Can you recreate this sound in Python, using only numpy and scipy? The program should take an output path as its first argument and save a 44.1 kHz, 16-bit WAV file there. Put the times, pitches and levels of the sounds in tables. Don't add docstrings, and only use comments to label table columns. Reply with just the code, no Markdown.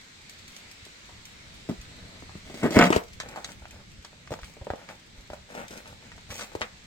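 import sys
import numpy as np
from scipy import signal
from scipy.fft import rfft, irfft, next_fast_len
from scipy.io import wavfile
from scipy.ndimage import uniform_filter1d, map_coordinates

SR = 44100
rng = np.random.default_rng(int(sys.argv[2]) if len(sys.argv) > 2 else 0)


def transcribe(signal):
    frames = np.atleast_2d(signal).T
    limited = np.clip(frames, -1, 1)
    pcm = np.round(limited * 32767).astype(np.int16)
    wavfile.write(sys.argv[1], SR, pcm)


N = 302922
FLAT_S = 3.1

# frequency_hz, relative_level_db
CREASE_SPECTRUM = [(600, -81), (1800, -4), (3200, 4), (5000, 3), (6300, 0.5), (8000, 1), (9800, -11.5),
                   (16000, -13)]
# frequency_hz, relative_level_db
SAND_SPECTRUM = [(700, -30), (2200, 4.5), (4000, -1), (6000, -0.5), (8200, -1.5), (9800, -12.5),
                 (13000, -12), (16000, -17)]


def gain_of(db):
    return 10 ** (np.asarray(db) / 20)


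def evened(x):
    return x / np.sqrt(np.mean(x ** 2) + 1e-20)


def unit(x):
    return x / np.sqrt(np.sum(x ** 2) + 1e-20)


def read(points, hz):
    f, value = np.transpose(points)
    return np.interp(np.log(hz + 1e-6), np.log(f), value)


def over_time(points):
    return np.interp(np.arange(N) / SR, *np.transpose(points))


def add(mix, s, sound):
    part = mix[round(s * SR):][:len(sound)]
    part += sound[:len(part)]


def click(spectrum, hz=1, size=2048):
    frequency = abs(np.fft.fftfreq(size, 1 / SR))
    log_gain = np.log(gain_of(read(spectrum, frequency / hz)))
    response = np.exp(np.conj(signal.hilbert(log_gain)))
    return unit(np.fft.ifft(response).real[:size // 2])


def slips(count, per_s, spread_db):
    level_db = spread_db * np.minimum(rng.exponential(1, count), 3)
    size = gain_of(level_db) * rng.choice([-1, 1], count)
    happens = rng.random(count) < per_s / SR
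    return evened(size * happens)


def fracture(colour, run_s, after, per_s, size=4096):
    t, run_s = np.arange(size) / SR, max(run_s, 1e-4)
    share = after * np.sqrt(run_s / 0.0093)
    force = share * unit(slips(size, per_s, spread_db=2.0) * np.exp(-t / run_s))
    force[0] = 1
    return unit(signal.fftconvolve(force, colour)) * np.sqrt(SR / 100)


def strokes(rows, attack_s, release_s):
    t, power = np.arange(0, N / SR, .001), 0
    for s, length, dull_db, bright_db in rows:
        fade = np.maximum(s - t, 0) / attack_s + np.maximum(t - s - length, 0) / release_s
        envelope = np.exp(-np.minimum(fade, 20))
        power = power + (gain_of([[dull_db], [bright_db]]) * envelope) ** 2
    return [np.interp(np.arange(N) / SR, t, gain) for gain in np.sqrt(power)]


def friction(gains, dull, bright, per_s, spread_db):
    dull_gain, bright_gain = gains
    coarse, fine = slips(N, per_s, spread_db), slips(N, 2 * per_s, spread_db)
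    body = signal.oaconvolve(coarse * dull_gain, click(dull))
    edge = signal.oaconvolve(evened(coarse + fine) * bright_gain, click(bright))
    return (body + edge)[:N]


def air(spectrum, curve, patchy_db):
    # frequency_hz, correlation (-1 to 1)
    likeness = [(20, .8), (60, 0.82), (130, 0.93), (290, 0.65), (640, -.15), (1400, -.15), (3000, 0.01)]
    hz = np.fft.rfftfreq(2048, 1 / SR)
    a, b, c, d, patches = rng.standard_normal((N // 512 + 5, len(hz), 5)).T
    patches = uniform_filter1d(patches, size=20, axis=0)
    patches = evened(uniform_filter1d(patches, size=8, axis=1))
    same = np.clip(read(likeness, hz), -1, 1)[:, None]
    left, other = a + 1j * b, c + 1j * d
    z = np.array([left, same * left + np.sqrt(1 - same ** 2) * other])
    z *= gain_of(read(spectrum, hz)[:, None] + patchy_db * patches)
    noise = signal.istft(z, nperseg=2048, noverlap=1536)[1][:, :N]
    return evened(noise) * gain_of(over_time(curve))


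def leaves():
    # frequency_hz, relative_level_db
    hiss = [(100, -8), (180, 3), (300, -2), (600, -3.5), (1100, -4), (1600, -1.5), (2200, 1.5),
            (2900, -2.5), (4000, -0.5), (5200, -6), (6400, -7.5), (7800, -7.5), (9800, -23), (16000, -30)]
    # time_s, relative_level_db
    breeze = [(0, -52), (0.6, -50.5), (1.3, -51), (2.3, -50.5), (3.1, -53.5), (3.9, -55), (5.1, -55),
              (6.1, -53), (6.87, -53)]
    return air(hiss, breeze, patchy_db=1.16)


def wind():
    # frequency_hz, relative_level_db
    rumble = [(10, -12.5), (30, -2.5), (55, -1.5), (95, 0), (135, -5), (185, -4.5), (280, -15),
              (600, -21.5), (2000, -53)]
    # time_s, relative_level_db
    gusts = [(0, -63.5), (0.9, -63.5), (1.9, -55), (3.15, -55.5), (4.0, -57.5), (4.9, -60), (5.35, -57.5),
             (5.9, -60), (6.3, -58), (6.87, -61)]
    return air(rumble, gusts, patchy_db=2.0)


def microphones(x, twist, shade_db, port_turn):
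    # time_s, lead_of_left_microphone_s
    place = [(1.7, .00008), (2.66, .0001), (2.79, .00005), (2.86, .00006), (2.9, .00024), (2.97, .0003),
             (3.2, .00014), (4.3, .00006), (5.3, .00008), (5.6, .00026), (6.35, .00007), (6.58, .0002)]
    lead_s, size = over_time(place), next_fast_len(N, True)
    late = map_coordinates(x, [np.arange(N) - lead_s * SR], order=3)
    f, knots = np.fft.rfftfreq(size, 1 / SR), np.arange(0, SR, 500)
    bend = twist * rng.standard_normal(len(knots)) * np.clip(knots / 1900 - 1, 0, 1)
    lag = port_turn * f / 500 * np.exp(1 - f / 500)
    turn = np.exp(1j * (np.interp(f, knots, bend) - lag))
    right = irfft(rfft(late, size) * turn, size)[:N]
    shade = gain_of(shade_db * lead_s / lead_s.max() / 2)
    return np.array([x * shade, right / shade])


def yard(x, wet_db):
    # frequency_hz, t60_s
    near_t60 = [(150, 0.02), (600, 0.28), (2000, 0.18), (6000, 0), (14000, 0.27)]
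    # frequency_hz, relative_level_db
    tail_colour = [(120, -17), (350, -6), (900, -3), (2500, 0), (6000, 0), (14000, 0.5)]
    wall_s, wall_db = 0.004543, -19.5
    count = SR // 2
    taps = rng.choice([-1., 1.], (2, count)) * (rng.random((2, count)) < 5000 / SR)
    taps[:, :round(.001 * SR)] = 0
    hz, t, z = signal.stft(evened(taps), SR, nperseg=256)
    t60 = read(near_t60, hz)[:, None]
    near = gain_of(-60 * t / t60) * np.sqrt(2 * np.log(1000) / (t60 * SR))
    far = gain_of(-68 - 97 * t)
    colour = gain_of(wet_db + read(tail_colour, hz))[:, None]
    tail = signal.istft(z * (near + far) * colour, SR, nperseg=256)[1]
    size = next_fast_len(N, True)
    f = np.fft.rfftfreq(size, 1 / SR)
    wall = gain_of(wall_db) * np.exp(-2j * np.pi * f * wall_s) / (1 + 1j * f / 4000)
    echoed = irfft(rfft(x, size) * (1 + wall), size)[:N]
    direct = microphones(echoed, twist=1.8, shade_db=3.8, port_turn=0.33)
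    return direct + signal.oaconvolve(x[None], tail, axes=1)[:, :N]


def thumps():
    # start_s, envelope_peak_db, pitch_hz
    pushes = [(0.825, -42, 88), (1.785, -36, 50), (2.76, -19, 85), (2.961, -22, 71.5), (3.624, -39.5, 64),
              (3.985, -38.5, 55), (4.311, -27, 115), (4.425, -34.5, 50), (4.612, -33.5, 69),
              (4.703, -29.5, 75), (4.734, -34, 150), (5.178, -39, 43), (5.301, -39, 59), (6.3, -36, 82),
              (6.554, -36, 80), (6.614, -38, 85)]
    out, t = np.zeros(N), np.arange(SR // 5) / SR
    for s, db, hz in pushes:
        swell = t * hz / 0.46
        envelope = swell ** 2 * np.exp(2 * (1 - swell))
        add(out, s, gain_of(db) * envelope * np.sin(2 * np.pi * hz * t))
    return out


def grit():
    # start_s, relative_level_db
    large = [(0.296, -49), (0.388, -55.5), (0.48, -52), (0.565, -49), (0.714, -51), (0.852, -52.5),
             (1.254, -49), (1.814, -52.5), (3.036, -54.5), (3.133, -54), (3.288, -49), (3.519, -51.5),
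             (3.709, -52), (4.445, -50), (4.646, -57.5), (5.682, -49.5), (5.776, -50), (5.876, -54.5)]
    small_per_s, small_db = 9, -66
    out, tick = np.zeros(N), click(SAND_SPECTRUM)
    draws = rng.random((round(small_per_s * N / SR), 2))
    small = [(u * N / SR, small_db + 7 * v) for u, v in draws]
    for s, db in large + small:
        add(out, s, gain_of(db) * fracture(tick, run_s=0.004, after=1.6, per_s=900))
    return out


def scuffs():
    # start_s, length_s, rubbing_board_relative_db, scraping_sand_relative_db
    drags = [(.5, .09, -64, -57), (3.23, .06, -45, -61), (3.315, .015, -39, -60), (3.37, .06, -44, -56),
             (3.45, 0.063, -50, -52), (3.62, .04, -52, -65), (3.73, .08, -55, -70), (4.318, .02, -44, -54),
             (4.44, 0.068, -57, -56), (4.785, .07, -49, -63), (4.892, .025, -41.5, -55),
             (5.168, .012, -50, -57), (5.325, .012, -46, -56), (5.495, .05, -46.5, -58),
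             (5.555, 0.072, -38, -53), (5.705, 0.088, -44, -51.5), (5.855, .07, -51, -58),
             (6.02, .05, -50, -63), (6.307, .02, -40, -43), (6.34, 0.047, -47.5, -42),
             (6.4, .038, -41, -43.5), (6.495, .025, -47, -60), (6.618, 0.013, -40, -56)]
    # frequency_hz, relative_level_db
    rub = [(60, -21), (220, 0.5), (420, -10), (490, -1.5), (570, 0.5), (720, -6.5), (860, -1.5),
           (1020, -10.5), (1500, -7), (2500, -12), (4000, -25), (8000, -48)]
    gains = strokes(drags, attack_s=0.0087, release_s=.018)
    return friction(gains, rub, SAND_SPECTRUM, per_s=1100, spread_db=7.0)


def folds():
    # start_s, body_relative_db, body_pitch_hz, crackle_relative_db, break_time_constant_s
    knocks = [(0.866, -49, 330, -64, 0.01), (1.092, -49, 800, -57, .013), (1.69, -31, 420, -50, .005),
              (1.696, -22, 255, -48, .016), (1.714, -38, 320, -52, .009), (2.224, -40.5, 255, -62, .011),
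              (2.294, -46.5, 920, -63, .014), (2.354, -35.5, 213, -62, .01), (2.499, -40, 430, -56, 0.015),
              (2.543, -37, 326, -44.5, .013), (2.633, -27, 290, -40, 0.012),
              (2.642, -14.5, 273, -45, 0.016), (2.658, -19.5, 320, -42, 0.017),
              (2.707, -26, 367, -37, .012), (2.762, -16, 377, -34, .016), (2.768, -7, 243, -41, .0064),
              (2.794, -13, 301, -36, .006), (2.904, -15, 370, -35, .0074), (2.963, -16.5, 447, -31.5, .006),
              (3.36, -35.5, 900, -46, .012), (3.375, -35, 820, -55, 0.014), (4.13, -54, 700, -66, .006),
              (4.307, -37, 480, -49, .012), (4.319, -31.5, 560, -47, .006), (4.325, -31.5, 560, -47, .006),
              (4.568, -46.5, 470, -65, 0.013), (4.614, -43.5, 590, -66, .021),
              (4.669, -33, 480, -67, 0.0067), (4.703, -27, 800, -56, 0.0068), (4.736, -32, 480, -65, .006),
              (5.302, -39, 660, -54, .004), (5.333, -38.5, 671, -51, .01), (5.551, -38, 560, -48, .009),
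              (5.708, -42, 520, -46, .02), (6.552, -28.5, 490, -44.5, .006), (6.61, -34, 700, -42, .014)]
    # multiple_of_pitch, relative_level_db
    panel = [(.06, -51), (.25, -12), (.6, -2), (.95, 3), (1.5, -6), (3, -19.5), (6, -26), (14, -53)]
    out, crackle = np.zeros(N), click(CREASE_SPECTRUM)
    for s, body_db, hz, crackle_db, run_s in knocks:
        body = fracture(click(panel, hz), run_s, after=1.0, per_s=2900)
        add(out, s, gain_of(body_db) * body)
        add(out, s, gain_of(crackle_db) * fracture(crackle, run_s, after=1.4, per_s=1400))
    return out


def flat_carton(blows):
    # frequency_hz, width_hz, filter_gain_db
    resonances = [(570, 55, -1), (845, 40, -14)]
    late = blows * (np.arange(N) >= FLAT_S * SR) + 1e-12
    out = blows
    for hz, width, db in resonances:
        out = out + gain_of(db) * signal.lfilter(*signal.iirpeak(hz, hz / width, SR), late)
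    return out


def crush():
    # start_s, length_s, crumpling_board_relative_db, tearing_fibres_relative_db
    gives = [(1.91, 0.26, -52.5, -70), (2.46, .1, -47, -51), (2.575, .04, -42, -44),
             (2.635, 0.034, -24, -45), (2.728, .03, -28, -32.5), (2.765, .07, -15, -37),
             (2.835, .03, -19, -31.5), (2.928, 0.044, -26, -33)]
    # frequency_hz, relative_level_db
    crumple = [(30, -30), (100, -13), (190, -0.5), (260, 6.5), (370, -8.5), (600, -0.5), (1100, -11.5),
               (2200, -8), (3500, -25.5), (7000, -47.5)]
    gains = strokes(gives, attack_s=0.009, release_s=.016)
    return friction(gains, crumple, CREASE_SPECTRUM, per_s=1600, spread_db=5.5)


def snaps():
    # start_s, body_relative_db, body_pitch_hz, crack_relative_db, break_time_constant_s
    breaks = [(2.79, -14, 1100, -20, .003), (2.797, -15, 980, -33, .0095), (2.811, -14, 1080, -40, .008),
              (2.815, -15.5, 1010, -28.5, .003), (2.825, -13, 1000, -28.5, 0.006),
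              (2.84, -22, 1250, -28, .012), (2.856, -25, 866, -35, .02), (2.927, -16.5, 1100, -32.5, .011),
              (3.202, -30, 1450, -30.5, .011), (3.446, -38, 1600, -31, 0.0074),
              (3.49, -42, 1330, -48, .013), (3.655, -41, 1250, -55.5, .0043),
              (4.048, -42.5, 1175, -41, .0091), (4.275, -43, 1600, -51, .0035),
              (4.339, -34.5, 1010, -42, .0025), (4.39, -42, 1200, -50, .012),
              (4.433, -40.5, 1800, -51, .0072), (4.889, -38.5, 1690, -47, 0.016),
              (5.858, -44, 1300, -56, .008), (6.118, -42, 1450, -52.5, .0081), (6.18, -47, 900, -56, .008),
              (6.305, -36.5, 1980, -43, 0.021), (6.394, -35, 1470, -39, .015),
              (6.41, -33.5, 1590, -35, 0.016), (6.617, -23, 1670, -40.5, .011)]
    # multiple_of_pitch, relative_level_db
    shell = [(.08, -19), (.3, -15.5), (.7, -4), (1.2, -5.5), (2.2, -12.5), (4, -23), (9, -68)]
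    # frequency_hz, relative_level_db
    crack_spectrum = [(700, -18.5), (2000, -1), (2700, -6), (3300, 6), (4300, 3), (5500, 3), (6800, 1),
                      (8000, -2.5), (9800, -17.5), (16000, -25)]
    out, crack = np.zeros(N), click(crack_spectrum)
    for s, body_db, hz, crack_db, run_s in breaks:
        body = fracture(click(shell, hz), run_s, after=0.99, per_s=1600)
        add(out, s, gain_of(body_db) * body)
        add(out, s, gain_of(crack_db) * fracture(crack, run_s, after=1.2, per_s=1600))
    return out


def truck(blows):
    # frequency_hz, relative_level_db, t60_s
    modes = [(190, 3, .1), (484, 0, .17), (577, -3, .16), (667, -4, .16), (711, -1, .15), (847, -6, .16),
             (897, -5, .16), (1329, 2, .17), (1525, -3, .14), (1605, -4, .15), (2164, -7, .14),
             (2295, -7, .13)]
    t = np.arange(SR // 2) / SR
    ring = sum(gain_of(db - 60 * t / t60) * np.sin(2 * np.pi * hz * t) for hz, db, t60 in modes)
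    return signal.oaconvolve(blows, unit(ring))[:N]


def scene():
    outdoors = gain_of(0.73) * leaves() + gain_of(4.5) * wind()
    feet = yard(gain_of(-2.5) * scuffs() + gain_of(2.5) * grit(), wet_db=.5)
    carton = yard(gain_of(-1.5) * flat_carton(folds()), wet_db=-2.0)
    plastic = gain_of(-3.0) * snaps() + gain_of(-5.0) * crush()
    hollow = np.arange(N) < FLAT_S * SR
    ringing = gain_of(-17.0) * truck(plastic * hollow)
    toy = yard(plastic + ringing, wet_db=-5.0)
    return toy + carton + feet + thumps() + outdoors


def record(dry):
    rounded = dry / (1 + abs(dry / .92) ** 6) ** (1 / 6)
    lowpass = signal.firwin(511, 16250, window=("kaiser", 9), fs=SR)
    return signal.oaconvolve(rounded, lowpass[None], "same")


dry = scene()
out = record(dry)
transcribe(out)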